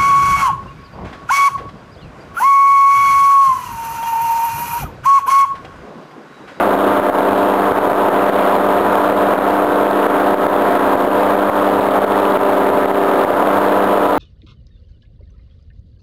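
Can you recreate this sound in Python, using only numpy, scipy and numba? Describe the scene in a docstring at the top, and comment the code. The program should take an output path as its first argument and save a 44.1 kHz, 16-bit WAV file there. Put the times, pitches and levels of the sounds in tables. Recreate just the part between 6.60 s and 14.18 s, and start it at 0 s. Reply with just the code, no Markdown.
"""Paramotor trike in cruise

A two-stroke's firings and the geared propeller's blade beats stand over the roar of the slipstream.
The throttle is steady. A small camera on a boom in front of the pilot hears it all.
Pressure bursts overload the camera: it clips, ducks its gain and lets it creep back; it samples coarsely."""
import sys
import numpy as np
from scipy import signal
from scipy.fft import rfft, irfft, next_fast_len
from scipy.io import wavfile
from scipy.ndimage import uniform_filter1d
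from numba import njit

SR = 44100
rng = np.random.default_rng(int(sys.argv[2]) if len(sys.argv) > 2 else 0)


def master_out(mix):
    """Clip the mix to full scale and print it as 16-bit PCM to the path in sys.argv[1]."""
    frames = np.transpose(np.atleast_2d(mix))
    ceiling = np.clip(frames, -1, 1)
    pcm = np.round(ceiling * 32767).astype(np.int16)
    wavfile.write(sys.argv[1], SR, pcm)


N = 334278
CEILING = 0.63  # gain control threshold


def undb(db):
    """Decibels to gain."""
    return 10 ** (np.asarray(db) / 20)


def butter(x, order, hz, kind):
    """Causal Butterworth filter."""
    return signal.sosfilt(signal.butter(order, hz, kind, fs=SR, output="sos"), x)


def curve(rows):
    """Rows of (seconds, value), interpolated to every sample."""
    return np.interp(np.arange(N) / SR, *np.transpose(rows))


def walk(rate_hz, hop=32):
    """Random levels held 1 / rate_hz seconds and smoothed twice; unit spread."""
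    hold = int(SR / hop / rate_hz)
    steps = np.repeat(rng.standard_normal(N // hop // hold + 2), hold)
    smooth = uniform_filter1d(uniform_filter1d(steps, hold), hold)
    return np.interp(np.arange(N) / hop, np.arange(len(smooth)), smooth / smooth.std())


def note(cycles, partials, waver_db, waver_hz):
    """Partials locked to a shaft; turbulence makes each waver on its own."""
    out = 0
    for multiple, db in partials:
        amplitude = np.sqrt(2) * undb(db + waver_db * walk(waver_hz))
        out += amplitude * np.sin(2 * np.pi * (multiple * cycles + rng.random()))
    return out


# Slipstream spectrum. Each row: frequency in Hz, relative density in dB.
ROAR_SPECTRUM = [(20, -16), (32, 3), (50, -8.5), (110, -9.5), (170, -10.5), (260, -4), (400, -2.5),
                 (700, 0.5), (1000, -3), (1400, -8.5), (2000, -18.5), (2700, -28), (3600, -27), (4600, -32),
                 (5800, -28)]


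def slipstream(firings, blades, level_db=-14, gust_db=.5, gust_hz=2.51):
    """Half-octave bands of roar flicker apart; the upper ones surge, chopped by firings and blades."""
    size = next_fast_len(N)
    hz = np.fft.rfftfreq(size, 1 / SR).clip(1)
    knot_hz, knot_db = np.transpose(ROAR_SPECTRUM)
    spectrum = rfft(rng.standard_normal(size)) * undb(np.interp(np.log(hz), np.log(knot_hz), knot_db))
    chop = 0.056 * np.cos(2 * np.pi * firings) + 0.18 * np.cos(2 * np.pi * blades)
    roar, surge_db = 0, 1.02 * walk(rate_hz=14.)
    for centre_hz in 20 * 2 ** np.arange(0, 9, .5):
        share = np.cos(np.pi * np.log2(hz / centre_hz).clip(-.5, .5)) ** 2  # neighbours sum to one
        band = irfft(spectrum * share, size)[:N]
        upper = min(centre_hz / 1360, 1)
        flicker_db = 0.86 * walk(rate_hz=8.2)
        roar += band * undb(flicker_db + upper * surge_db) * (1 + upper * chop)
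    return roar / roar.std() * undb(level_db + gust_db * walk(gust_hz))


# Strong pressure bursts. Each row: time of the push in seconds, level in dB re CEILING.
STRONG_BURSTS = [(0.077, 8), (0.4, 6), (0.5, 11.5), (0.733, 9), (1.122, 11), (1.189, 11), (1.277, 8),
                 (1.333, 10), (1.491, 11.5), (1.699, 14), (1.984, 9), (2.212, 8), (2.527, 11), (2.738, 12),
                 (2.79, 7), (3.048, 8.5), (3.27, 8), (3.313, 10), (3.469, 9.5), (3.568, 9), (3.745, 14.5),
                 (3.869, 11), (4.356, 10.5), (4.478, 8), (4.837, 8), (4.899, 14), (5.199, 11), (5.289, 9.5),
                 (5.39, 11), (5.448, 9), (5.773, 12.5), (6.102, 9.5), (6.315, 12), (6.383, 7.5),
                 (6.65, 14.5), (6.741, 6.5), (6.987, 8), (7.467, 7.5)]


def pressure_bursts(swing_hz=560, small_per_s=2.5, small_db=6, spread_db=1.5):
    """Each is one swing, suction then push; smaller ones fall at random among the strong."""
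    cycles = np.arange(-1, .5, swing_hz / SR)
    swing = np.cos(2 * np.pi * cycles) * np.hanning(len(cycles)) ** 1.02
    draws = rng.random((int(small_per_s * N / SR), 2))
    small = [(.01 + when * N / SR, small_db + spread_db * (2 * size - 1)) for when, size in draws]
    out = np.zeros(N + SR)
    for push_s, db in list(STRONG_BURSTS) + small:
        start = int((push_s - 1 / swing_hz) * SR)
        out[start:start + len(swing)] += CEILING * undb(db) * swing
    return out[:N]


# Frame hums. Each row: multiple of the firing rate, level in dB.
FRAME_PARTIALS = [(.535, -38), (2.14, -40), (3.72, -49)]


def frame(firings):
    """The frame hums faintly, following the crank."""
    return note(firings, FRAME_PARTIALS, waver_db=1.5, waver_hz=2.1)


# Propeller note. Each row: multiple of the blade rate, level in dB.
PROPELLER_PARTIALS = [(1, -36.5), (2, -40), (3, -29), (4, -30.5), (5, -30), (6, -34), (7, -32.5),
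                      (8, -33.5), (10, -39), (11, -34.5), (14, -42), (15, -43.5), (16, -46), (17, -40.5),
                      (18, -42.5), (19, -49)]


def propeller(blades):
    """Blade beats make a harmonic drone."""
    return note(blades, PROPELLER_PARTIALS, waver_db=2.42, waver_hz=4.07)


# Exhaust note. Each row: multiple of the firing rate, level in dB, dB added at a colour shift of 1.
EXHAUST_PARTIALS = [(1, -36.5, -6), (2, -27, 0.5), (3, -23, -1.5), (4, -27, 7.5), (5, -26.5, -1.5),
                    (6, -23.5, 2.5), (7, -25.5, -3.5), (9, -29, 1), (10, -30.5, -1), (11, -32, -4.5),
                    (12, -33, 0), (13, -33, 2), (14, -36.5, -2), (16, -40.5, -5), (17, -48.5, 3),
                    (18, -44.5, 4), (19, -49, -2)]
# Drift of the exhaust's colour. Each row: time in seconds, unitless shift.
COLOUR_SHIFT = [(0, .05), (2.1, .2), (3, -0.21), (3.5, 0.16), (4.7, -.13), (5.8, 0.82), (6.5, 0.67),
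                (7, .05), (7.58, -.14)]


def exhaust(firings):
    """Two-stroke firings make a harmonic buzz whose colour drifts."""
    shift = curve(COLOUR_SHIFT)
    partials = [(multiple, db + shift_db * shift) for multiple, db, shift_db in EXHAUST_PARTIALS]
    return note(firings, partials, waver_db=1.3, waver_hz=9.)


def rasp(drone, sharpness=1.8, level_db=-33):
    """A crackle that rides the drone's pressure peaks."""
    peaks = uniform_filter1d(np.abs(drone), size=40) ** sharpness
    crackle = peaks * butter(rng.standard_normal(N), 2, [2100, 4200], "band")
    return undb(level_db) * crackle / crackle.std()


# Crank speed. Each row: time in seconds, firings per second.
FIRING_RATE = [(0.0, 99.9), (0.6, 99.86), (1.2, 99.54), (1.8, 99.37), (2.4, 99.46), (3.3, 99.8),
               (3.9, 99.62), (4.8, 99.5), (6.0, 99.5), (6.6, 98.73), (6.9, 98.87), (7.2, 99.24),
               (7.58, 99.45)]


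def scene(blades_per_firing=.9035, tone_gain_db=2.5):
    """The crank paces exhaust, frame and, through a reduction drive, propeller; roar and bursts join."""
    firings = np.cumsum(curve(FIRING_RATE)) / SR
    blades = blades_per_firing * firings
    tones = exhaust(firings) + propeller(blades) + frame(firings)
    drone = undb(tone_gain_db) * tones + slipstream(firings, blades)
    return (drone + rasp(drone) + pressure_bursts())[None]


@njit
def gain_control(x, attack_s=0.00024, release_s=0.024):
    """Ducks fast on peaks over the ceiling, recovers slowly."""
    out, envelope = np.empty(len(x)), CEILING
    for i in range(len(x)):
        out[i] = x[i] * CEILING / envelope
        peak = max(abs(x[i]), CEILING)
        envelope += (peak - envelope) / (SR * (attack_s if peak > envelope else release_s))
    return out


def overload(x, rail=.69, push_rail=.54, coupling_hz=115):
    """The amplifier saturates earlier on the push; its coupling lets pushes overshoot to the rail."""
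    saturated = np.clip(x, -rail, push_rail)
    return np.clip(butter(saturated, 1, coupling_hz, "high"), -rail, rail)


def coarse_sampling(x, anti_alias_hz=3900, camera_hz=12100, converter_hz=32000, step_share=0.21):
    """A crude converter glides, then steps, mirroring the sound about multiples of the camera rate."""
    coarse = signal.resample_poly(butter(x, 4, anti_alias_hz, "low"), camera_hz, SR)
    position = np.arange(N * converter_hz // SR) * camera_hz / converter_hz
    late_glide = (1 - step_share) * (position % 1) ** 1.2
    converted = np.interp(np.floor(position) + late_glide, np.arange(len(coarse)), coarse)
    out = signal.resample_poly(converted, SR, converter_hz, window=("kaiser", 2.))
    return np.pad(out, (0, N))[:N]


def record(dry, bass_cut_hz=200, dc_offset=-.008, lift=0.95, lift_hz=10300, top_cut_hz=15760):
    """The camera: bass cut, gain control, overload, coarse sampling, treble lift, steep top cut."""
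    x = butter(dry[0], 1, bass_cut_hz, "high")
    x = overload(gain_control(x))
    x = coarse_sampling(x) + dc_offset
    treble = signal.sosfiltfilt(signal.butter(3, lift_hz, "high", fs=SR, output="sos"), x)
    top_cut = signal.ellip(14, .3, 70, top_cut_hz, fs=SR, output="sos")
    return signal.sosfilt(top_cut, x + lift * treble)[None]


dry = scene()
out = record(dry)
master_out(out)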